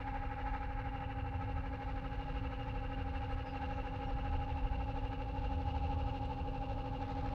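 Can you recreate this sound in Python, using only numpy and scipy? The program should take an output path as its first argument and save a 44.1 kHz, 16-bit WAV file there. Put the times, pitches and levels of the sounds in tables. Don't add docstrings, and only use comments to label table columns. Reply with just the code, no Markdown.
import sys
import numpy as np
from scipy import signal
from scipy.fft import rfft, irfft, next_fast_len
from scipy.io import wavfile
from scipy.ndimage import map_coordinates

SR = 44100
rng = np.random.default_rng(int(sys.argv[2]) if len(sys.argv) > 2 else 0)


def unload_audio(sound):
    columns = np.transpose(np.atleast_2d(sound))
    steps = np.round(np.clip(columns, -1, 1) * 32767)
    wavfile.write(sys.argv[1], SR, steps.astype(np.int16))


N = 323694

GEAR_HZ = 54.83


def pinion():
    start_rate, slowing = 12.676, .0013
    beat_hz, crest_s = 2.275, .095
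    thicken_s, rise_s = 6.95, .14
    t = np.arange(N) / SR
    teeth = np.cumsum(start_rate - slowing * t) / SR
    beat = np.cos(2 * np.pi * beat_hz * (t - crest_s))
    thick = np.clip((t - thicken_s) / rise_s, 0, 1)
    ring, scrape, squeak = tooth_forces(teeth)
    squeak = squeak * amp(.45 * wobble(14))
    grit = amp(1.5 * wobble(300))
    ringing = running_gear(teeth, ring, scrape) + wheel(teeth, ring, beat)
    scraping = rack_bar(teeth, scrape, grit, thick)
    hiss = steel_hiss(scrape, squeak, grit, beat, thick)
    return ringing + scraping + flank(teeth, squeak) + hiss


def tooth_forces(teeth):
    # (share of the cycle [0-1], ring [dB], scrape [dB], squeak [dB])
    passage = [(.05, 0, 0, -5), (.17, -2.8, -2.5, -1), (.25, -8, -4.5, 0), (.37, -10, -4.8, -1.5),
               (.47, -13, -7, -5.5), (.62, -5, -9, -11), (.73, -4.5, -6.5, -7.5), (.88, -1.3, -3.5, -4.5)]
    share, *columns = np.transpose(passage)
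    uneven_db = .8 * wobble(13)
    timing = teeth + .015 * wobble(9)
    return [amp(np.interp(timing, share, db, period=1) + uneven_db) for db in columns]


def wheel(teeth, ring, beat):
    # (centre [Hz], width [Hz], relative level [dB])
    wheel_modes = [(795, 31, -2), (865.7, 62, 0), (971, 94, -17)]
    # (time [s], level [dB])
    ring_level = [(0, -46), (.9, -46.5), (1.6, -50), (2.9, -50.5), (3.5, -49), (4.45, -46), (5.1, -49.5),
                  (5.8, -45), (6.8, -48), (7.34, -46.5)]
    beat_db = 1.03
    ripple = 1 + .17 * np.sin(2 * np.pi * GEAR_HZ * np.arange(N) / SR)
    note = sung(teeth, hz=816, spread_hz=4, slip=.68, entry=.4, band_hz=110, force=ring)
    rough_note = blend(note, rubbed(wheel_modes, ring), rough=.34)
    song = held(rough_note, ring, grip=.45, hz=840, band_hz=140)
    return amp(curve(ring_level) + beat_db * beat) * ripple * song


def running_gear(teeth, ring, scrape):
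    # (centre [Hz], width [Hz], relative level [dB])
    axle_modes = [(271.6, 39, 0)]
    # (centre [Hz], width [Hz], relative level [dB])
    frame_modes = [(491, 43, -2), (551, 34, -0.6), (598, 32, -3.5)]
    # (multiple of the tooth rate, relative level [dB])
    frame_tones = [(37, -6), (38, -1), (39, -3.5), (40, 6.5), (41, -14), (42, -4.5), (43, -11.5), (44, -12)]
    axle = sung(teeth, hz=270.3, spread_hz=.5, slip=.15, entry=.47, band_hz=27, force=1)
    drone = blend(axle, rubbed(axle_modes, ring), rough=.08)
    steady_tones = tones(teeth, frame_tones, crest=.2, waver_db=1.2, drift=.28)
    frame = blend(steady_tones, rubbed(frame_modes, ring + scrape + .15), rough=.42)
    near_drone = nearing(start_db=-52.5, db_per_s=0.46) * drone
    return near_drone + nearing(start_db=-56, db_per_s=0.6647) * frame


def rack_bar(teeth, scrape, grit, thick):
    # (centre [Hz], width [Hz], relative level [dB])
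    rack_modes = [(996, 90, -4.5), (1094, 70, -8.5), (1200, 88, -8), (1286, 60, -1), (1358, 100, -4),
                  (1509, 120, -3.5), (1649, 200, -2.5), (1936, 150, -7), (2146, 110, -6.5), (2336, 260, -9)]
    # (time [s], depth [share of the sound])
    echo_depth = [(0, -.2), (2, 0), (4, 0.27), (5.2, 0.3), (6.5, 0.8), (7.34, 0.4)]
    # (time [s], level [dB])
    scrape_level = [(0, -52.5), (.9, -52), (1.3, -55.5), (4.15, -55), (5.5, -60), (6.85, -61),
                    (7.15, -58.7)]
    steady_rub, thicken_rub = 0.036, .35
    ping_force = scrape ** 4 * amp(2.5 * wobble(12))
    ping = sung(teeth, hz=1292, spread_hz=9, slip=3, entry=.52, band_hz=70, force=ping_force)
    steady = np.clip(steady_rub + thicken_rub * thick, 0, 1)
    rub_force = (scrape + steady * (1 - scrape)) * grit
    rack = blend(ping, rubbed(rack_modes, rub_force), rough=.9)
    echo_band = filtered(rack, lambda hz: np.exp(-((hz - 2020) / 330) ** 2))
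    return amp(curve(scrape_level)) * (rack - curve(echo_depth) * echo_band)


def flank(teeth, squeak):
    # (centre [Hz], width [Hz], relative level [dB])
    flank_modes = [(2685, 200, 0.0008), (2814, 240, 0)]
    # (time [s], level [dB])
    squeak_level = [(.6, -65.5), (1.05, -60), (1.75, -67), (2.35, -59.5), (3.6, -62.5), (4.35, -59.5),
                    (5.3, -63.5), (5.8, -60), (6.6, -62.5), (7.34, -69)]
    whistle = sung(teeth, hz=2768, spread_hz=65, slip=2.93, entry=.64, band_hz=180, force=squeak ** 2)
    return amp(curve(squeak_level)) * blend(whistle, rubbed(flank_modes, squeak), rough=.66)


def steel_hiss(scrape, squeak, grit, beat, thick):
    # (frequency [Hz], relative level [dB])
    hiss_colour = [(500, -20), (1200, -3.5), (2500, 6.5), (3300, 2), (4200, 1.5), (4700, -5), (5300, -8.5),
                   (6200, -13.5), (7000, -20), (8200, -27), (10000, -41), (15000, -72)]
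    # (time [s], level [dB])
    hiss_level = [(.5, -67.5), (1.25, -69.5), (2.35, -65), (2.9, -66.5), (3.6, -64.7), (5.15, -65.5),
                  (5.85, -63), (6.7, -65), (7.34, -64.5)]
    beat_db, thicken_db = 0.7, 3
    gain = amp(curve(hiss_level) + beat_db * beat + thicken_db * thick)
    rubbing = .31 + scrape + .35 * squeak
    return gain * unit(rush(hiss_colour) * grit * rubbing)


def carriages():
    # (frequency [Hz], relative level [dB])
    rumble_colour = [(8, -37), (15, -12.5), (21, 0), (32, 17.5), (45, 13.5), (62, 7.5), (90, -1),
                     (140, -47), (400, -120)]
    # (frequency [Hz], relative level [dB])
    rolling_colour = [(50, -36.5), (90, 0.5), (115, -2), (135, -5), (180, -8), (205, -17), (240, -24),
                      (330, -22), (420, -23), (680, -26.5), (1200, -24.5), (3000, -78), (6000, -120)]
    # (time [s], level [dB])
    rolling_level = [(0, -51.5), (1.4, -49), (2.45, -47.8), (3.2, -49), (4.3, -47.6), (5.3, -47.5),
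                     (6.05, -45.2), (6.7, -46.5), (7.34, -44.5)]
    # (start [s], length [s], added level [dB])
    surges = [(2.2, 0.33, -40), (4.1, .45, -41.5), (4.62, 0.15, -37.5), (5.33, 0.23, -45),
              (7.22, .2, -40.5)]
    # (start [s], length [s], added level [dB])
    booms = [(1.26, .4, -39.5), (2.9, 0.59, -42), (4.13, 0.92, -45.5), (5.33, .72, -41), (6.28, 0.3, -44)]
    low_note = np.sqrt(2) * np.sin(2 * np.pi * 75.4 * np.arange(N) / SR + 1.3 * wobble(5))
    boom = blend(low_note, rubbed([(76, 26, 0)], 1), rough=.6)
    unrest = amp(2 * wobble(6))
    rumble = swells(surges, rest_db=-45, edge_s=.12) * unrest * rush(rumble_colour)
    rolling = amp(curve(rolling_level)) * rush(rolling_colour)
    return rumble + swells(booms, rest_db=-51.5, edge_s=0.23) * boom + rolling


def motors():
    # (multiple of the gear mesh rate, rms level [dB])
    gear_tones = [(1, -48.5), (2, -53.5), (3, -68), (4, -71.5)]
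    # (frequency [Hz], rms level [dB])
    iron_tones = [(50, -56), (100, -61.5)]
    t = np.arange(N) / SR
    hum = np.zeros(N)
    for hz, db in [(round(k) * GEAR_HZ, db) for k, db in gear_tones] + iron_tones:
        level = np.sqrt(2) * amp(db + 1.6 * wobble(2.5))
        phase = 2 * np.pi * (hz * t + rng.random()) + 0.3 * wobble(2.5)
        hum += level * np.sin(phase)
    return hum


def bird():
    # (start [s], length [s], start [Hz], middle [Hz], end [Hz], peak level [dB], blur [0-1])
    notes = [(3.11, .12, 8650, 8350, 8280, -90, .35), (3.28, .1, 8350, 8360, 7900, -86, .25),
             (3.44, .11, 5100, 4950, 4800, -67, .8), (3.68, .16, 6000, 5900, 5850, -80, .9),
             (3.72, .1, 6750, 6650, 6550, -84, .9), (4.04, .08, 5550, 5500, 5450, -75, .6)]
    song = np.zeros(N + SR)
    for s, length, start_hz, middle_hz, end_hz, db, blur in notes:
        u = np.linspace(0, 1, int(length * SR))
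        hz = np.interp(u, [0, .5, 1], [start_hz, middle_hz, end_hz])
        phase = 2 * np.pi * np.cumsum(hz) / SR + 2 * blur * wobble(300)[:len(u)]
        song[round(s * SR):][:len(u)] += amp(db) * np.sin(np.pi * u) * np.sin(phase)
    return song[:N]


def ticks():
    # (time [s], level [dB])
    tick_times = [(4.3146, -71), (4.7237, -74), (5.0794, -73), (5.3617, -76), (6.2557, -68)]
    force, t = np.zeros(N + SR), np.arange(SR // 10) / SR
    for s, db in tick_times:
        force[round(s * SR):][:len(t)] += amp(db - 2.5 - 60 * t / .03)
    return force[:N] * rush([(2000, -23), (4500, -1), (7500, -4), (9500, -18), (15000, -29)])


def sung(teeth, hz, spread_hz, slip, entry, band_hz, force):
    cycle = teeth - entry + 1
    detune, offset = rng.standard_normal((200, 2))[cycle.astype(int)].T
    age = (cycle % 1 - .5) / np.gradient(teeth) / SR
    ring = force * np.sin(2 * np.pi * (hz + spread_hz * detune) * age + slip * offset)
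    return unit(filtered(ring, lambda f: 1 / (1 + ((f - hz) / band_hz) ** 4)))


def held(x, force, grip, hz, band_hz):
    swing = np.abs(signal.hilbert(x, next_fast_len(N))[:N])
    steady = x * (force / (swing + .1)) ** grip
    return unit(filtered(steady, lambda f: 1 / (1 + ((f - hz) / band_hz) ** 4)))


def rubbed(modes, force):
    def response(hz):
        peaks = [amp(db) / (1 + (2 * (hz - centre) / width) ** 2) for centre, width, db in modes]
        return np.sqrt(sum(peak ** 2 for peak in peaks))
    return unit(filtered(force * rng.standard_normal(N), response))


def tones(teeth, orders, crest, waver_db, drift):
    start = rng.uniform(0, 2 * np.pi)
    total = np.zeros(N)
    for k, db in orders:
        phase = 2 * np.pi * round(k) * (teeth - crest) + start + drift * wobble(3)
        total += amp(db + waver_db * wobble(3.027)) * np.sin(phase)
    return unit(total)


def blend(clean, noisy, rough):
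    rough = np.clip(rough, 0, 1)
    return np.sqrt(1 - rough) * clean + np.sqrt(rough) * noisy


def rush(points):
    f, db = np.transpose(points)
    response = lambda hz: amp(np.interp(np.log(hz + 1), np.log(f), db))
    return unit(filtered(rng.standard_normal(N), response))


def swells(rows, rest_db, edge_s):
    t = np.arange(N) / SR
    power = amp(rest_db) ** 2
    for s, length, db in rows:
        gate = np.clip(.5 + np.minimum(t - s, s + length - t) / edge_s, 0, 1)
        power = power + (amp(db) * gate) ** 2
    return np.sqrt(power)


def nearing(start_db, db_per_s):
    return amp(start_db + db_per_s * np.arange(N) / SR)


def curve(points):
    return np.interp(np.arange(N) / SR, *np.transpose(points))


def wobble(rate):
    knots = rng.standard_normal(4096)
    return map_coordinates(knots, [np.arange(N) * rate / SR], mode="wrap")


def filtered(x, response):
    size = next_fast_len(N + 8192)
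    return irfft(rfft(x, size) * response(np.fft.rfftfreq(size, 1 / SR)), size)[:N]


def amp(db):
    return 10 ** (np.asarray(db) / 20)


def unit(x):
    return x / np.sqrt(np.mean(x ** 2) + 1e-20)


def scene():
    return (pinion() + carriages() + motors() + bird() + ticks())[None]


def record(dry):
    top_hz = 15720
    fade = signal.windows.tukey(N, .001)
    hiss = amp(-85.5) * rng.standard_normal(N)
    return filtered(fade * dry[0] + hiss, lambda hz: hz < top_hz)[None]


dry = scene()
out = record(dry)
unload_audio(out)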